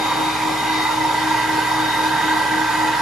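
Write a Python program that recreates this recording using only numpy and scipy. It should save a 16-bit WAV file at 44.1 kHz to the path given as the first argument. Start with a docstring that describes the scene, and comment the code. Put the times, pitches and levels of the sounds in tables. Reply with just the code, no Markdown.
"""An upholstery extractor runs indoors while its hand tool is drawn slowly across a cushion.
From the start two vacuum motors at nearly the same speed hum, beat and whine, over a steady low hum.
Air roars in nozzle and hose: filtered noise whose resonances shift mostly between 0.4 and 1.35 s.
The motors' throb deepens until 1.15 s. Two whistles of narrow noise start faint and then surge:
the top one from about 0.6 s, the middle one mostly after 1.2 s. Both go on to the end."""
import sys
import numpy as np
from scipy import signal
from scipy.fft import next_fast_len
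from scipy.io import wavfile
from scipy.ndimage import uniform_filter1d

SR = 44100
rng = np.random.default_rng(int(sys.argv[2]) if len(sys.argv) > 2 else 0)


def unload_wav(signal):
    """Save mono or channel-first audio to the path in sys.argv[1] as 16-bit WAV at rate SR, clipped to [-1, 1]."""
    wavfile.write(
        sys.argv[1],
        SR,
        np.round(np.clip(np.atleast_2d(signal).T, -1, 1) * 32767).astype(np.int16),
    )


N = 132741  # length in samples, about 3 s


def amp(db):
    """Turns decibels into a gain."""
    return 10 ** (np.asarray(db) / 20)


def unit(x):
    """Scales a signal to an average strength (rms) of 1."""
    return x / np.sqrt(np.mean(abs(x) ** 2) + 1e-20)


def over_time(points, t):
    """Reads a control curve at the times t, with straight lines between its points."""
    return np.interp(t, *np.transpose(points))


def over_pitch(points, hz):
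    """Reads every column of a table at the pitches hz, on a log-frequency axis."""
    f, *columns = np.transpose(points)
    return [np.interp(np.log(hz + 1), np.log(f + 1), c) for c in columns]


def complex_noise(shape):
    """Complex Gaussian noise of power 1; its two parts are independent."""
    return unit(rng.standard_normal(shape) + 1j * rng.standard_normal(shape))


def drift(rate_hz):
    """Slow random wandering in strength and phase, mostly below the given rate."""
    hz = np.fft.fftfreq(next_fast_len(N), 1 / SR)
    spectrum = complex_noise(len(hz)) / (1 + (hz / rate_hz) ** 2)
    return unit(np.fft.ifft(spectrum)[:N])


def partly_alike(left, other, likeness):
    """Mixes a right-hand noise that shares the given part (0 to 1) of the left-hand one."""
    return likeness * left + np.sqrt(1 - likeness ** 2) * other


def place(left, right, balance_db, lead):
    """Gives a pair of complex signals a level difference [dB] and a phase lead of the left [rad]."""
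    return np.array([left * amp(balance_db / 2) * np.exp(.5j * lead),
                     right * amp(-balance_db / 2) * np.exp(-.5j * lead)])


def resonance(hz, centre, width, db):
    """Power of a steep-sided resonance, half as strong at the edges of its width."""
    offset = 2 * (hz - centre) / width
    return amp(db) ** 2 / (1 + (np.sqrt(2) - 1) * offset ** 2) ** 2


# How far the tool has been drawn back: (time [s], progress [0 to 1])
STROKE_CURVE = [(0, 0.0057), (.4, 0), (.8, 0.22), (1.35, 0.88), (2.2, 1), (3.01, 1)]


def stroke_progress(t):
    """Position in the stroke, which moves the air resonances and the whistles."""
    return over_time(STROKE_CURVE, t)


BLADES = 12  # the partial at this multiple of the shaft speed is the fan-blade whine
BEAT_HZ, IN_STEP_S = 3.85, 1.02  # how much faster motor two turns; time when both are in step
FLUTTER_HZ = 13
# Shaft speed of the first motor: (time [s], speed [turns per second])
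SHAFT_SPEED = [(0, 312.3), (.7, 312.55), (1.65, 311.95), (3.01, 311.75)]
# Motor partials, levels before the two curves below: (multiple of shaft speed, first motor [dB],
# second motor [dB], left over right [dB], left lead [rad], flutter [0 to 1])
MOTOR_PARTIALS = [(1, -31, -35.3, 4.5, .35, .08), (2, -51, -52, -2, .2, .6), (6, -43, -56, -2, .2, .6),
                  (12, -38.2, -46, 4.5, -1.6, .38), (22, -56, -70, 2, -1.6, .6),
                  (24, -47.5, -60, 0, -2.4, .5), (36, -57.5, -72, 0, 0, .5)]
# Change of the fan-blade whine, which swells and sinks: (time [s], level [dB])
WHINE_LEVEL = [(0, 5), (.35, 3), (.48, -4), (.61, 5.5), (.69, 2.5), (.78, 5.3), (.87, 6.8), (.98, -2.5),
               (1.24, -2.5), (1.31, 1.5), (1.45, -3), (1.6, -1.5), (1.87, 5.3), (2.28, 2.7), (2.45, -1.5),
               (2.57, -.5), (2.65, -7), (2.75, -2), (3.01, -3.5)]
# Change of the second motor, which deepens the throb: (time [s], level [dB])
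SECOND_MOTOR_LEVEL = [(0, -3), (.7, -2), (1.15, .5), (3.01, .5)]


def motors():
    """Two shafts beat because their speeds differ; turbulence makes their partials flutter."""
    t = np.arange(N) / SR
    first_turns = np.cumsum(over_time(SHAFT_SPEED, t)) / SR
    second_turns = first_turns + BEAT_HZ * (t - IN_STEP_S)
    second_change_db = over_time(SECOND_MOTOR_LEVEL, t)
    out = np.zeros((2, N))
    for order, first_db, second_db, balance_db, lead, flutter in MOTOR_PARTIALS:
        swell_db = over_time(WHINE_LEVEL, t) if order == BLADES else 0
        steady = np.sqrt(1 - flutter ** 2)
        for turns, db in ((first_turns, first_db), (second_turns, second_db + second_change_db)):
            tone = np.sqrt(2) * amp(db + swell_db) * np.exp(2j * np.pi * order * turns)
            left = tone * (steady + flutter * drift(FLUTTER_HZ))
            right = tone * (steady + flutter * drift(FLUTTER_HZ))
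            out += place(left, right, balance_db, lead).real
    return out


# Steady tones of the pump and mains: (pitch [Hz], level [dB], left over right [dB])
HUM_TONES = [(60.2, -47.5, -4), (120.3, -43.5, -3.5), (404.5, -50.5, 7)]


def hum():
    """Steady pure tones of the pump and mains, heard from the machine's cabinet."""
    t = np.arange(N) / SR
    out = np.zeros((2, N))
    for hz, db, balance_db in HUM_TONES:
        tone = np.sqrt(2) * amp(db) * np.exp(2j * np.pi * (hz * t + rng.random()))
        out += place(tone, tone, balance_db, 0).real
    return out


HISS_HZ, RUMBLE_HZ = 3430, 195  # hiss curve acts mostly above, rumble curve mostly below
PATCH_DB, SWELL_DB, RIPPLE_DB = 1.6, .3, .7  # random changes: in time and pitch, in time, in pitch
# Broad rush of air, before the changes below: (pitch [Hz], level [dB per Hz])
AIR_RUSH = [(22, -94), (50, -80), (85, -74), (105, -62), (145, -56.5), (185, -60), (225, -64), (290, -58.5),
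            (355, -65.5), (460, -57), (665, -64), (760, -59), (1100, -61), (1450, -65), (1750, -66.5),
            (2300, -67.5), (2800, -67.3), (3300, -68.7), (4250, -75.5), (5400, -71.5), (6100, -73.5),
            (6700, -72), (8200, -73), (9200, -75.5), (11200, -77.5), (13000, -86), (14300, -83),
            (15700, -87)]
# Fixed resonances of the metal tube: (pitch [Hz], width [Hz], level [dB per Hz])
TUBE_RESONANCES = [(2500, 150, -64), (3050, 170, -64.5), (3600, 220, -64.5), (4030, 110, -66),
                   (4410, 130, -64.5), (4770, 190, -67), (5260, 200, -71)]
# Air resonances of nozzle and hose that move with the stroke:
# (start pitch [Hz], end pitch [Hz], width [Hz], start level [dB per Hz], end level [dB per Hz])
NOZZLE_RESONANCES = [(760, 728, 40, -54, -56.5), (835, 820, 30, -53, -55), (1170, 1160, 75, -53, -61),
                     (1258, 1241, 24, -52, -55.5), (1380, 1348, 42, -57, -52.5), (1940, 1825, 36, -57, -55),
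                     (2145, 2100, 50, -56, -56), (2370, 2330, 70, -59, -72)]
# Change of the hiss: (time [s], level [dB])
HISS_LEVEL = [(0, -.9), (.5, -.5), (1, 0), (1.6, .8), (2.1, .3), (2.6, -.1), (3.01, -.1)]
# Change of the machine's low rumble: (time [s], level [dB])
RUMBLE_LEVEL = [(0, 0.5), (.8, -2.5), (1.4, -3), (2.2, 0), (2.7, -0.5), (3.01, -1)]
# Stereo image of the air noise, left against right at each pitch:
# (pitch [Hz], likeness [0 to 1], left lead [rad], left over right [dB])
AIR_STEREO_IMAGE = [(60, .99, 0, -3), (170, .98, .1, -1.5), (280, .96, .3, 4), (390, .7, .3, 2),
                    (470, .15, 2.5, 5), (560, .38, .8, -4), (730, .65, 0, 0), (930, .95, -.4, -3),
                    (1170, .85, 0, -1.5), (1450, .6, -.7, -2), (1580, .88, -.5, -2.3), (2000, .55, -.2, -1),
                    (2400, .78, .1, 0), (3200, .6, .3, 2.5), (3800, .5, -.5, 3), (4600, .62, -.3, 1),
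                    (5700, .58, 0, 2), (6700, .6, -.8, 1), (7500, .7, -2.6, 0), (8300, .92, -3.14, 0),
                    (9200, .72, -3.9, 0), (10200, .72, -5.2, 0), (11700, .92, -6.28, 0),
                    (12900, .7, -6.9, 0), (13500, .6, -8.7, 0), (14200, .98, -9.4, 0)]


def suction(size=2048):
    """Turbulent air: a broad rush plus the resonances of nozzle and tube, rippled by the room."""
    hop = size // 4
    t = (np.arange(N // hop + 3) * hop / SR)[:, None]
    hz = np.fft.rfftfreq(size, 1 / SR)
    shape = (len(t), len(hz))
    stroke = stroke_progress(t)

    power = amp(over_pitch(AIR_RUSH, hz)[0]) ** 2
    power = power + sum(resonance(hz, *row) for row in TUBE_RESONANCES)
    for hz0, hz1, width, db0, db1 in NOZZLE_RESONANCES:
        power = power + resonance(hz, hz0 + (hz1 - hz0) * stroke, width, db0 + (db1 - db0) * stroke)

    # Random changes, smoothed over neighbouring moments (axis 0) and pitches (axis 1)
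    patches = uniform_filter1d(rng.standard_normal(shape), size=8, axis=0)
    patches = unit(uniform_filter1d(patches, size=14, axis=1))
    swell = unit(uniform_filter1d(rng.standard_normal(t.shape), size=5, axis=0))
    ripple = rng.standard_normal((2, 1, len(hz))) * hz / (hz + 900)
    hiss_db = over_time(HISS_LEVEL, t) * hz ** 2 / (hz ** 2 + HISS_HZ ** 2)
    rumble_db = over_time(RUMBLE_LEVEL, t) / (1 + (hz / RUMBLE_HZ) ** 2)
    random_db = PATCH_DB * patches + SWELL_DB * swell + RIPPLE_DB * ripple
    gain = np.sqrt(power) * amp(hiss_db + rumble_db + random_db)

    likeness, lead, balance_db = over_pitch(AIR_STEREO_IMAGE, hz)
    left = complex_noise(shape)
    right = partly_alike(left, complex_noise(shape), likeness)
    # The last factor turns levels per Hz into levels of the overlapping short spectra
    spectra = place(left, right, balance_db, lead) * gain * np.sqrt(3 * SR / size)
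    return signal.istft(spectra.swapaxes(1, 2), nperseg=size, noverlap=size - hop)[1][:, :N]


HOLD_S = .055  # the steady pull of the motors evens out the air tones over this time
AIR_TONE_LIKENESS = .93  # between left and right, 0 to 1


def air_tone(hz, width):
    """A warbling tone of moving air: narrow noise round the pitch curve hz, its strength held even."""
    rate_hz = width / (2 * np.sqrt(np.sqrt(2) - 1))
    left = drift(rate_hz)
    pair = np.array([left, partly_alike(left, drift(rate_hz), AIR_TONE_LIKENESS)])
    strength = np.sqrt(uniform_filter1d((abs(pair) ** 2).mean(0), size=round(HOLD_S * SR)))
    carrier = np.exp(2j * np.pi * np.cumsum(hz * np.ones(N)) / SR)
    return np.sqrt(2) * pair / strength * carrier


ROAR_DB, ROAR_LEAD = -0.03, -0.47  # added to the roar's level curve [dB]; left lead [rad]
ROAR_START_BALANCE_DB, ROAR_END_BALANCE_DB = -2.5, -3.8  # left over right
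# Close resonances of the nozzle's slot, levels relative to each other:
# (start pitch [Hz], end pitch [Hz], width [Hz], start level [dB], end level [dB])
SLOT_RESONANCES = [(885, 895, 40, -9, -4.5), (944, 930, 37, -5, -4.5), (970, 972, 33.4, -4, -4)]
# Roar at the slot, before ROAR_DB: (time [s], level [dB])
ROAR_LEVEL = [(0, -28), (.09, -22.5), (.15, -26), (.21, -21.5), (.3, -25.3), (.5, -23), (.61, -27),
              (.7, -22.5), (.8, -24.5), (.88, -22), (1.09, -20.7), (1.27, -24.3), (1.34, -20.7),
              (1.5, -24.3), (1.74, -21), (1.92, -24.5), (1.99, -20.7), (2.2, -22.7), (2.3, -21),
              (2.68, -23.5), (2.86, -19.5), (2.92, -23), (3.01, -22)]


def slot_roar():
    """Air drawn through the slot roars in a tight band of close resonances."""
    t = np.arange(N) / SR
    stroke = stroke_progress(t)
    roar, total_power = 0, 0
    for hz0, hz1, width, db0, db1 in SLOT_RESONANCES:
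        gain = amp(db0 + (db1 - db0) * stroke)
        roar = roar + gain * air_tone(hz0 + (hz1 - hz0) * stroke, width)
        total_power = total_power + gain ** 2
    roar = roar / np.sqrt(total_power)
    balance_db = ROAR_START_BALANCE_DB + (ROAR_END_BALANCE_DB - ROAR_START_BALANCE_DB) * stroke
    return (place(*roar, balance_db, ROAR_LEAD) * amp(ROAR_DB + over_time(ROAR_LEVEL, t))).real


# Middle and top whistle: (start pitch [Hz], end pitch [Hz], width [Hz],
# gain added to the level curve [dB], left over right [dB], left lead [rad])
WHISTLE_PITCHES = [(1588, 1582, 52, 2.3, -2.3, -.5), (2024, 1962, 48, 1.8, -1, -.2)]
# Middle whistle, which grows in surges, before its gain: (time [s], level [dB])
MIDDLE_WHISTLE_LEVEL = [(0, -39), (.6, -40), (.7, -34.5), (.78, -40.5), (.92, -42), (1.29, -31.5),
                        (1.39, -35), (1.48, -29.5), (1.53, -34.5), (1.61, -29), (1.7, -34.5), (1.85, -31),
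                        (2.0, -33), (2.07, -28.5), (2.22, -31.5), (2.3, -26.5), (2.38, -31), (2.5, -29),
                        (2.73, -29), (2.82, -34.5), (3.01, -30)]
# Top whistle, which surges and sinks, before its gain: (time [s], level [dB])
TOP_WHISTLE_LEVEL = [(0, -39), (.45, -38), (.66, -32.5), (.86, -28.5), (.96, -39), (1.02, -29), (1.08, -38),
                     (1.2, -29), (1.27, -37), (1.36, -30), (1.52, -31.5), (1.6, -37), (1.69, -29.5),
                     (1.82, -36), (1.95, -31), (2.1, -40), (2.2, -32), (2.55, -30.7), (2.68, -36),
                     (2.82, -29.7), (3.01, -35)]


def whistles():
    """Two thin air tones of the nozzle, above the roar, sink in pitch as the stroke goes on."""
    t = np.arange(N) / SR
    stroke = stroke_progress(t)
    out = np.zeros((2, N))
    for row, level in zip(WHISTLE_PITCHES, (MIDDLE_WHISTLE_LEVEL, TOP_WHISTLE_LEVEL)):
        hz0, hz1, width, gain_db, balance_db, lead = row
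        tone = air_tone(hz0 + (hz1 - hz0) * stroke, width)
        out += (place(*tone, balance_db, lead) * amp(gain_db + over_time(level, t))).real
    return out


def scene():
    """Motors, hum, suction, slot roar and whistles together."""
    return motors() + hum() + suction() + slot_roar() + whistles()


CUTOFF_HZ = 15750


def record(dry):
    """The recorder's band limit: a low-pass filter takes away what lies above the cutoff."""
    lowpass = signal.firwin(511, CUTOFF_HZ, window=("kaiser", 9), fs=SR)
    return signal.oaconvolve(dry, lowpass[None], "same")


dry = scene()
out = record(dry)
unload_wav(out)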